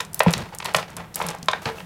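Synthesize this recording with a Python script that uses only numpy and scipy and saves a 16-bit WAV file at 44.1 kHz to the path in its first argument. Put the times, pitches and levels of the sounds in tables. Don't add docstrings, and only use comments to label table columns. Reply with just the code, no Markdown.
import sys
import numpy as np
from scipy import signal
from scipy.fft import rfft, irfft
from scipy.io import wavfile

SR = 44100
rng = np.random.default_rng(int(sys.argv[2]) if len(sys.argv) > 2 else 0)


def materialize(psi):
    bounded = np.clip(np.atleast_2d(psi).T, -1, 1)
    quanta = np.round(bounded * 32767).astype(np.int16)
    wavfile.write(sys.argv[1], SR, quanta)


N = 81585

# frequency_hz, level_db
ROOM_TONE = [(25, -2), (50, 5.5), (110, 11.5), (200, -2), (300, -1), (800, -2), (2000, -9), (5000, -22.5),
             (15000, -24)]
# frequency_hz, level_db
ECHO_TONE = [(80, -13), (175, 2), (280, 3), (460, 2), (900, 0), (2000, 2.5), (4000, 0.5), (8000, 1),
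             (16000, -1)]
# frequency_hz, level_db
HEAP_TONE = [(100, -18), (300, -3), (460, 2), (850, 3.5), (1400, 0), (2500, -5), (4000, -8), (8000, -11.5),
             (16000, -9.5)]
# frequency_hz, level_db
CRACK_TONE = [(100, -36), (300, -4), (600, -3), (2000, -11), (5000, -8), (9000, -10.5), (16000, -21)]
# pitch_hz, width_hz, level_db
WALL_RINGS = [(469, 73, -8), (546.5, 37, -2.5), (637, 156, -3), (770, 89, -4.5), (1000, 132, -1.5),
              (1114, 630, -6), (1520, 180, -7), (1833, 70, -1.5), (2310, 690, -3), (2560, 92, -2),
              (3090, 390, -5.5), (4160, 1460, -7)]
# start_s, length_s, level_db, upper_edge_hz
PAW_SHOVES = [(0, 0.03, -36, 7700), (0.139, 0.11, -46.5, 13000), (0.267, 0.068, -27, 3470),
              (0.337, 0.16, -34.5, 5100), (0.528, 0.034, -39, 3830), (0.647, 0.095, -34, 4930),
              (0.762, 0.069, -30.5, 5800), (0.878, 0.08, -42.5, 4930), (0.965, 0.093, -37, 3220),
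              (1.156, 0.11, -37, 9400), (1.224, 0.16, -34, 4000), (1.531, 0.093, -39, 3870),
              (1.616, 0.094, -41, 9600), (1.656, 0.064, -27, 3360), (1.659, 0.23, -49.5, 14000),
              (1.75, 0.098, -44, 9200)]
# start_s, level_db, pitch_hz, push_s, boom_share (0 to 1)
LANDINGS = [(0.2659, -10, 175.5, 0.021, 0.95), (0.324, -33.5, 122.6, 0.11, 0.27),
            (0.408, -40, 177, 0.026, 0.7), (.659, -52, 173, 0.076, 0.95), (0.754, -32, 156, 0.018, 0.8),
            (.94, -39, 173.5, 0.074, 0.82), (1.245, -33.5, 169, 0.047, 1), (1.428, -34, 162, .005, 0.7),
            (1.657, -29, 121, 0.021, 0.46)]
# start_s, level_db, pitch_hz, contact_s
BISCUIT_TICKS = [(.006, -27.5, 6200, 0.0023), (.05, -39, 6040, 0.00046), (.132, -36.5, 8100, 0.0021),
                 (0.1446, -21.5, 13300, 0.0012), (.1931, -22, 9000, 0.00076), (.2338, -30, 8900, 0.00055),
                 (0.3073, -30, 7900, 0.0016), (.315, -36, 7900, .0008), (0.3292, -30, 8700, 0.00072),
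                 (0.3362, -19.5, 4700, 0.00092), (0.379, -33, 7160, 0.0021), (.5486, -33, 10600, 0.00066),
                 (0.5855, -29.5, 7700, .0018), (0.645, -32, 7660, 0.0033), (.654, -35, 9700, 0.0015),
                 (.657, -30.5, 7750, 0.0012), (0.7384, -37, 8000, 0.00074), (0.7488, -26.5, 8600, .0014),
                 (0.7627, -27, 6900, 0.00077), (0.766, -22.5, 6100, 0.0006), (.902, -45, 7000, 0.0035),
                 (.967, -31, 7300, 0.00027), (0.9687, -38.5, 7550, 0.0012), (1.143, -36, 5900, 0.00078),
                 (1.1465, -33, 5340, 0.0011), (1.1574, -20.5, 11600, 0.0022), (1.1916, -39, 6400, 0.0009),
                 (1.224, -35.5, 7540, 0.0016), (1.266, -28, 10100, 0.0016), (1.2866, -26, 5600, 0.00079),
                 (1.2903, -35, 7000, .0015), (1.303, -33, 6600, 0.0018), (1.349, -44, 8750, 0.0014),
                 (1.385, -48, 6000, 0.00089), (1.4281, -34, 4300, 0.0017), (1.4463, -51, 10000, 0.0011),
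                 (1.4584, -43, 9100, 0.0018), (1.513, -32.5, 5330, 0.003)]
# start_s, level_db, low_ring_boost_db, main_ring_hz, main_ring_boost_db,
# upper_ring_hz, upper_ring_boost_db, biscuit_ring_boost_db, contact_s
WALL_KNOCKS = [(.003, -20, -25, 1220, 4, 3650, -1.5, 13.5, 0.0037),
               (0.204, -6, 4.5, 1000, 1.5, 2080, 1, 5, .0034),
               (0.2623, -12, 11, 446, 11, 930, 9.5, -5, 0.0019),
               (0.283, -21, -9, 594, -17, 2530, 0, 9, 0.00067),
               (.337, -17.5, -5, 770, 2, 4100, 7, 1.5, .0021),
               (.523, -35.5, -7, 840, 17, 2450, -7, -11, 0.0032),
               (.601, -27, -11, 825, 3, 3400, 0, -3, 0.0049),
               (0.623, -29.5, -1, 966, 2, 3700, 3, 1, 0.0071), (.651, -23, -6, 940, 18, 3820, 11, 0, 0.004),
               (.658, -22.5, -2, 1140, 2, 4300, 4.5, -2, 0.0017), (.684, -26, 1, 840, 5, 1960, 4, 0, .011),
               (0.7459, -8, 6.5, 1250, 6.5, 3070, 3.5, 0.5, 0.0036),
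               (.784, -21.5, 2.5, 667, 2, 2590, -14, 6, 0.0041), (.827, -28, -5, 780, 8, 2950, 2, 0, .0038),
               (.967, -34, -1, 770, 9, 2600, -3, -3, 0.0043),
               (1.2015, -19.5, -4, 824, 14, 1350, 12, -14, 0.0041),
               (1.214, -18, -0.5, 950, 7, 2130, 2, 5.5, 0.0072),
               (1.313, -36, 1, 1000, -5, 2280, -2, 11, 0.0036),
               (1.342, -28.5, -1.5, 790, 6, 1330, -1, 0, 0.0093),
               (1.4842, -9, 8.5, 1119, 13.5, 3470, 2, 10.5, 0.0034),
               (1.5322, -15, 3, 785, 3.5, 1680, 8.5, 14.5, 0.0034),
               (1.6552, -21.5, -30, 810, 5, 4100, 6, -15, 0.004),
               (1.7829, -36, 6, 790, -2, 2680, 17, -5, 0.003),
               (1.803, -32.5, -12, 860, 6, 2970, 4.5, 1, 0.0036)]

T = np.arange(N) / SR
HIT_T = T[:8192]
HZ = np.maximum(np.fft.rfftfreq(8192, 1 / SR), 1)


def undb(db):
    return 10 ** (np.asarray(db) / 20)


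def level(x, db):
    return x * undb(db) / np.sqrt(np.mean(x ** 2))


def strength(x, db):
    return x * undb(db) * np.sqrt(.004 * SR / np.sum(x ** 2))


def curve(points):
    hz, db = np.array(points).T
    return undb(np.interp(np.log(HZ), np.log(hz), db))


def edges(low_hz, high_hz):
    return 1 / np.sqrt((1 + (low_hz / HZ) ** 4) * (1 + (HZ / high_hz) ** 4))


def bump(hz, db, octaves):
    return undb(db * np.exp(-.5 * (np.log2(HZ / hz) / octaves) ** 2))


def resonance(hz, width_hz):
    return 1 / np.sqrt(1 + ((HZ - hz ** 2 / HZ) / width_hz) ** 4)


def colour(x, gain):
    cepstrum = irfft(np.log(gain + 1e-5))
    cepstrum[1:len(cepstrum) // 2] *= 2
    cepstrum[len(cepstrum) // 2 + 1:] = 0
    response = irfft(np.exp(rfft(cepstrum)))
    return signal.fftconvolve(x, response)[:len(x)]


def envelope(t, rise_s, hold_s, fall_s):
    return np.minimum(t / rise_s, 1) * np.exp(-np.maximum(t - hold_s, 0) / fall_s)


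def chatter(shape):
    x = rng.standard_normal(len(shape)) * shape
    for _ in range(2):
        spectrum = rfft(x)
        x = irfft(spectrum / np.sqrt(np.abs(spectrum) + 1e-9)) * np.sqrt(shape)
    return x


def add(out, start_s, x):
    i = max(int(start_s * SR), 0)
    out[i:i + len(x)] += x[:max(N - i, 0)]


def room():
    hum = colour(rng.standard_normal(N), resonance(hz=170, width_hz=37))
    noise = colour(rng.standard_normal(N), curve(ROOM_TONE))
    return level(noise, db=-46.5) + level(hum, db=-46)


def barrel_echo(x):
    t, tail = T[:N // 3], 0
    build_up = np.minimum(t / .0011, 1)
    for side, fade_s in (("low", .21), ("high", .19)):
        split = signal.butter(2, 3000, side, fs=SR, output="sos")
        band = signal.sosfilt(split, rng.standard_normal(len(t)))
        tail = tail + band * undb(-60 * t / fade_s) * build_up
    tail = colour(tail / np.sqrt(np.sum(tail ** 2)), curve(ECHO_TONE))
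    return signal.fftconvolve(x, tail)[:N]


def wall_rub():
    start_s = 1.66
    note = colour(rng.standard_normal(N), resonance(hz=452, width_hz=15.5))
    swell = envelope(np.maximum(T - start_s, 0), rise_s=.02, hold_s=.07, fall_s=.028)
    return level(note, db=-40.5) * swell


def paw_shoves():
    out, t = np.zeros(N), T[:N // 4]
    hits_per_s, spread_db, hit_fall_s = 1500, 2.5, .0014
    for start_s, length_s, db, high_hz in PAW_SHOVES:
        hits = rng.random(len(t)) < hits_per_s / SR
        sizes = undb(spread_db * np.minimum(rng.exponential(size=len(t)), 4))
        power = signal.lfilter([1], [1, -np.exp(-1 / (hit_fall_s * SR))], (hits * sizes) ** 2)
        bursts = np.sqrt(power) * rng.standard_normal(len(t))
        crunch = colour(bursts, curve(HEAP_TONE) * edges(low_hz=88, high_hz=high_hz))
        shove = envelope(t, rise_s=.00057, hold_s=length_s / 2, fall_s=.011 + length_s / 4)
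        add(out, start_s, level(crunch, db) * shove)
    return out


def body_thumps():
    out, t = np.zeros(N), HIT_T
    for start_s, db, hz, push_s, boom_share in LANDINGS:
        sagging_hz = hz * (1 + .12 * (np.exp(-t / push_s) - .5))
        boom = np.sqrt(2) * np.sin(2 * np.pi * np.cumsum(sagging_hz) / SR)
        rumble = colour(rng.standard_normal(len(t)), edges(low_hz=65, high_hz=185) ** 2)
        thump = np.sqrt(boom_share) * boom + np.sqrt(1 - boom_share) * level(rumble, db=0)
        thump *= envelope(t, rise_s=.005, hold_s=push_s, fall_s=.0085)
        thud = colour(chatter(np.exp(-t / .0074)), edges(low_hz=245, high_hz=468) ** 2)
        add(out, start_s, undb(db) * (thump + strength(thud, db=-9.5)))
    return out


def biscuit_ticks():
    out, t = np.zeros(N), HIT_T
    ring_fall_s, crumb_fall_s, crumbs_per_s, peak_octaves = .003, .004, 500, .54
    brightness = undb(-9) * edges(low_hz=2500, high_hz=15000) ** 3
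    for start_s, db, hz, contact_s in BISCUIT_TICKS:
        snap = chatter(envelope(t + 1 / SR, rise_s=.0001, hold_s=contact_s, fall_s=.0006))
        ring = rng.standard_normal(len(t)) * np.exp(-t / ring_fall_s)
        crumb_hits = rng.random(len(t)) < crumbs_per_s / SR
        crumbs = crumb_hits * rng.standard_normal(len(t)) * np.exp(-t / crumb_fall_s)
        tick = strength(snap, db=0) + strength(ring, db=-9) + strength(crumbs, db=-7)
        peak = np.exp(-.5 * (np.log2(HZ / hz) / peak_octaves) ** 2)
        add(out, start_s, strength(colour(tick, peak + brightness), db))
    return out


def wall_knocks():
    out = np.zeros(N)
    wall_hz, width_hz, wall_db = np.array(WALL_RINGS).T[:, :, None]
    for start_s, db, low_db, main_hz, main_db, upper_hz, upper_db, biscuit_db, contact_s in WALL_KNOCKS:
        detuned_hz = wall_hz * (1 + .008 * rng.standard_normal(wall_hz.shape))
        rings = undb(wall_db) * resonance(detuned_hz, width_hz)
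        wall = np.sqrt(np.sum(rings ** 2, axis=0) + curve(CRACK_TONE) ** 2)
        spot = bump(hz=595, db=low_db, octaves=.21)
        spot *= bump(main_hz, main_db, octaves=.17)
        spot *= bump(upper_hz, upper_db, octaves=.15)
        band = edges(low_hz=380, high_hz=upper_hz) * edges(low_hz=380, high_hz=16300)
        biscuit = bump(hz=3680, db=biscuit_db, octaves=.075)
        force = chatter(envelope(HIT_T + 1 / SR, rise_s=.0001, hold_s=contact_s, fall_s=.0016))
        knock = colour(force, wall * spot * band * biscuit)
        add(out, start_s, strength(knock, db))
    return out


def scene():
    sources = np.array([wall_knocks(), biscuit_ticks(), body_thumps(), paw_shoves() + wall_rub()])
    into_echo = undb([-9, -13.5, -12, -13.5]) @ sources
    return (sources.sum(axis=0) + barrel_echo(into_echo) + room())[None]


def record(dry):
    soft = signal.sosfilt(signal.butter(4, 15600, fs=SR, output="sos"), dry)
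    rounded = 1.2 * np.tanh(soft / 1.2)
    return signal.sosfilt(signal.ellip(8, .2, 70, 16300, fs=SR, output="sos"), rounded)


dry = scene()
out = record(dry)
materialize(out)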